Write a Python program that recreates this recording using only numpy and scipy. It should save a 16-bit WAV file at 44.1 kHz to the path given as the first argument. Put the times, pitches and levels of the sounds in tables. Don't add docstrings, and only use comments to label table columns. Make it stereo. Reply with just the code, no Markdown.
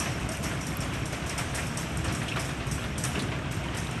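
import sys
import numpy as np
from scipy import signal
from scipy.fft import rfft, irfft, next_fast_len
from scipy.io import wavfile
from scipy.ndimage import uniform_filter1d, map_coordinates

SR = 44100
rng = np.random.default_rng(int(sys.argv[2]) if len(sys.argv) > 2 else 0)


def wav_out(sig):
    wavfile.write(sys.argv[1], SR, np.round(np.clip(np.atleast_2d(sig).T, -1, 1) * 32767).astype(np.int16))


N = 176400

# start_s, tick_db, spray_db
NEAR_TICKS = [(0, -22.5, -31.5), (.1985, -41, -44), (.2885, -29, -42), (0.3172, -32.5, -38),
              (.4275, -36, -40.5), (.437, -33, -35), (.6085, -47, -40), (.667, -27.5, -39.5),
              (0.804, -36, -37.5), (.933, -46, -40.5), (1.056, -29, -40), (1.1235, -40.5, -40.5),
              (1.2615, -41, -38.5), (1.294, -25, -39), (1.378, -29, -33.5), (1.5454, -40, -32.5),
              (1.6665, -33, -43), (1.7716, -23, -34), (1.817, -32, -56), (1.971, -36.5, -42),
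              (2.044, -28, -38.5), (2.123, -32, -40), (2.149, -28.5, -38.5), (2.231, -37, -49),
              (2.281, -37, -41.5), (2.362, -41, -43), (2.394, -32.5, -35.5), (2.4465, -43, -42),
              (2.667, -35, -44), (2.712, -30, -35), (2.98, -30, -35), (3.038, -18.5, -33),
              (3.051, -22.5, -49), (3.19, -31, -43.5), (3.222, -30, -61), (3.511, -48, -39),
              (3.64, -40, -53), (3.745, -39, -43), (3.769, -37, -36), (3.911, -34.5, -47)]
# freq_hz, gain_db
TICK_EQ = [(1500, -30), (4000, -17.5), (5500, 6), (6800, -5), (10300, 12.5), (11400, -19), (13200, -34)]
# freq_hz, gain_db
SPRAY_EQ = [(1200, -6), (3000, -2.5), (4500, -4.5), (5600, 8), (6700, 2), (8100, 3.5), (9400, 1),
            (10200, 5), (11200, 2.5), (12200, -11), (13000, -70)]

def click_and_near_hail():
    start_s, tick_db, spray_db = np.transpose(NEAR_TICKS)
    crack = blows(start_s, tick_db, attack_s=.0004, t60_s=.035)
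    tick = crack * patter(TICK_EQ, grain_db=3.5, grain_hz=1700, colour_db=4)
    splash = blows(start_s, spray_db, attack_s=.0012, t60_s=.23)
    tail = blows(start_s, spray_db - 5, attack_s=.0012, t60_s=.94)
    spray = np.hypot(splash, tail) * patter(SPRAY_EQ, grain_db=0, grain_hz=500, colour_db=2.5)
    fragments = droplets(per_s=308, centre_hz=7804, spread=.2, t60_cycles=68, size_db=4, level_db=-55.5)
    return tick + spray + fragments * unit(tail)


# start_s, knock_db, rattle_db
BOARD_STONES = [(0, -44, -32), (0.0563, -30.5, -34.5), (.289, -36, -38.5), (.4351, -43, -35),
                (.5117, -33, -47), (.8064, -40, -38), (.925, -36, -37), (1.13, -32, -41),
                (1.299, -33.5, -36), (1.382, -29.5, -37), (1.5323, -40, -33.5), (1.5728, -34, -36.5),
                (2.0396, -35.5, -34), (2.0798, -46, -35), (2.2159, -30, -39.5), (2.359, -27, -33.5),
                (2.489, -32, -43), (2.5994, -35, -40), (2.8384, -31.5, -44), (3.0382, -29.5, -35.5),
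                (3.1477, -38, -34.5), (3.3158, -30, -47), (3.7323, -46, -33.5)]
# freq_hz, gain_db
BOARD_EQ = [(120, -11.5), (310, 7), (480, -2), (680, 6.5), (850, 0), (1500, 2), (2500, 0), (4500, -12),
            (12000, -47)]

def board_hail():
    start_s, knock_db, rattle_db = np.transpose(BOARD_STONES)
    knock = blows(start_s, knock_db, attack_s=.0012, t60_s=.2)
    rattle = blows(start_s, rattle_db, attack_s=.005, t60_s=.68)
    return np.hypot(knock, rattle) * patter(BOARD_EQ, grain_db=0, grain_hz=410)


# start_s, pitch_hz, level_db
PELLET_HITS = [(.3716, 9300, -23.5), (0.7707, 10900, -23)]

def pellets():
    return sum(ringing(start_s, pitch_hz, level_db, half_width_hz=950, attack_s=.0004, t60_s=.0083)
               for start_s, pitch_hz, level_db in PELLET_HITS)


# start_s, pitch_hz, level_db
CLACK_HITS = [(0.456, 2070, -30), (1.293, 5100, -44), (1.584, 1900, -28.5), (2.08, 4730, -35),
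              (2.28, 3120, -29.5), (2.315, 2470, -29), (2.362, 1700, -32.5), (3.151, 2500, -29.5),
              (3.192, 3850, -30), (3.635, 2580, -35)]

def clacks():
    return sum(ringing(start_s, pitch_hz, level_db, half_width_hz=.2 * pitch_hz, attack_s=.0016, t60_s=.12)
               for start_s, pitch_hz, level_db in CLACK_HITS)


# start_s, level_db
PLANK_HITS = [(.289, -31.5), (2.363, -37), (3.318, -35.5)]

def plank(pitch_hz=656):
    return sum(ringing(start_s, pitch_hz, level_db, half_width_hz=18, attack_s=.003, t60_s=.28)
               for start_s, level_db in PLANK_HITS)


# start_s, level_db
THUD_HITS = [(.82, -37.5), (1.1, -36.5), (2.07, -31), (3.156, -32), (3.214, -28.5)]
# freq_hz, gain_db
THUD_EQ = [(40, -22), (65, -1), (160, -0.5), (320, -0.5), (480, -6), (2000, -68)]

def thuds():
    start_s, level_db = np.transpose(THUD_HITS)
    shake = blows(start_s, level_db, attack_s=.004, t60_s=.33)
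    return shake * patter(THUD_EQ, grain_db=-2.5, grain_hz=110)


# freq_hz, gain_db
YARD_EQ = [(150, -3), (400, 0.5), (680, 6), (850, 2), (1500, 0), (2500, -2), (3200, -5), (4200, -14.5),
           (5600, -15.5), (10500, -25), (13000, -46)]

def yard_rain(level_db=-37):
    wash = amp(level_db + .61 * wobble(12)) * patter(YARD_EQ, grain_db=.5, grain_hz=680)
    drops = droplets(per_s=330.5, centre_hz=2096, spread=.34, t60_cycles=38, size_db=3.4, level_db=-45.5)
    return wash + drops


# time_s, level_db
ROOF_SURGES = [(0, -32.5), (1.5, -33.7), (2.1, -31.3), (2.55, -33.5), (4, -33.5)]
# freq_hz, gain_db
ROOF_EQ = [(22, -36), (38, -57), (57, 0), (85, -4), (125, 0.5), (155, -1), (200, -8), (320, -9.5),
           (420, -16), (2000, -76)]

def roof_rain():
    level_db = np.interp(np.arange(N) / SR, *np.transpose(ROOF_SURGES))
    return amp(level_db) * patter(ROOF_EQ, grain_db=1, grain_hz=120)


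def blows(starts_s, levels_db, attack_s, t60_s):
    t = np.arange(SR * 3 // 4) / SR
    shape = (1 - np.exp(-t / attack_s)) * amp(-60 * t / t60_s)
    power = np.zeros(N + SR)
    for start_s, level_db in zip(starts_s, levels_db):
        power[round(start_s * SR):][:len(t)] += (amp(level_db) * shape) ** 2
    return np.sqrt(power[:N])


def patter(eq, grain_db, grain_hz, colour_db=1.12):
    spectra = signal.stft(rng.standard_normal((2, N)), nperseg=512)[2]
    colour = uniform_filter1d(rng.standard_normal(spectra.shape[1:]), size=5, axis=0)
    colour = unit(uniform_filter1d(colour, size=7, axis=1))
    noise = signal.istft(spectra * amp(colour_db * colour), nperseg=512)[1][:, :N]
    grainy = noise * amp(grain_db * wobble(grain_hz))
    return unit(filtered(grainy, lambda hz: amp(along(eq, hz))))


def ringing(start_s, pitch_hz, level_db, half_width_hz, attack_s, t60_s):
    noise = rng.standard_normal((2, N))
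    band = filtered(noise, lambda hz: 1 / (1 + ((hz - pitch_hz) / half_width_hz) ** 2))
    return unit(band) * blows([start_s], [level_db], attack_s, t60_s)


def droplets(per_s, centre_hz, spread, t60_cycles, size_db, level_db):
    t = np.arange(SR // 40) / SR
    count = int(per_s * N / SR)
    onset, size_draw, *phases = rng.random((4000, 4)).T[:, :count, None]
    pitch_hz = centre_hz * np.exp(spread * rng.standard_normal((4000, 1))[:count])
    size = amp(-size_db * np.log(np.maximum(size_draw, .015)))
    decay = size * amp(-60 * t * pitch_hz / t60_cycles)
    rings = [decay * np.sin(2 * np.pi * (pitch_hz * t + phase)) for phase in phases]
    samples = (onset * N).astype(int) + np.arange(len(t))
    pair = np.array([np.bincount(samples.ravel(), ring.ravel(), N)[:N] for ring in rings])
    return amp(level_db) * unit(pair)


def amp(db):
    return 10 ** (np.asarray(db) / 20)


def unit(x):
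    return x / np.sqrt(np.mean(x ** 2) + 1e-20)


def along(points, hz):
    freq_hz, values = np.transpose(points)
    return np.interp(np.log(hz + 1), np.log(freq_hz + 1), values)


def filtered(x, response):
    n = x.shape[-1]
    padded = next_fast_len(n + 4096)
    return irfft(rfft(x, padded) * response(np.fft.rfftfreq(padded, 1 / SR)), padded)[..., :n]


def wobble(rate_hz):
    return map_coordinates(rng.standard_normal(int(N * rate_hz / SR) + 4), [np.arange(N) * rate_hz / SR])


# freq_hz, coherence
COHERENCE = [(60, 1), (240, 0.88), (450, 0.39), (1500, 0.37), (2000, 0.11), (2500, 0.82), (4700, 0.22),
             (5500, 0.56), (7000, .55), (8500, 0.77), (9500, 0.96)]
# freq_hz, left_minus_right_db
LEFT_BALANCE = [(100, .5), (1100, 1.2), (1800, 2), (2400, 5), (3600, 3.5), (5600, 4.5), (7100, 6.5),
                (7900, 0), (9000, 0)]
# freq_hz, lead_rad
LEFT_LEAD = [(250, 0), (820, 1.8), (1600, -.1), (2500, .8), (4700, .4), (7400, .7), (8700, -.1),
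             (9700, -2.6), (10400, -3.3), (11800, -6.28)]

def microphone_pair(field):
    def width(hz):
        angle = np.arccos(np.clip(along(COHERENCE, hz), 0, 1)) / 2
        return np.array([np.cos(angle), np.sin(angle)])

    def pan(hz):
        lean = amp(along(LEFT_BALANCE, hz) / 2) * np.exp(.5j * along(LEFT_LEAD, hz))
        pair = np.array([lean, 1 / lean])
        return pair / np.sqrt(np.mean(abs(pair) ** 2, axis=0))

    mid, side = filtered(field, width)
    return filtered(np.array([mid + side, mid - side]), pan)


def scene():
    hits = click_and_near_hail() + board_hail() + pellets() + clacks() + plank() + thuds()
    return microphone_pair(hits + yard_rain() + roof_rain())


def record(dry):
    notch_hz, half_width_hz, top_hz = 10250, 150, 13055
    return filtered(dry, lambda hz: (1 - np.exp(-((hz - notch_hz) / half_width_hz) ** 2)) * (hz < top_hz))


dry = scene()
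out = record(dry)
wav_out(out)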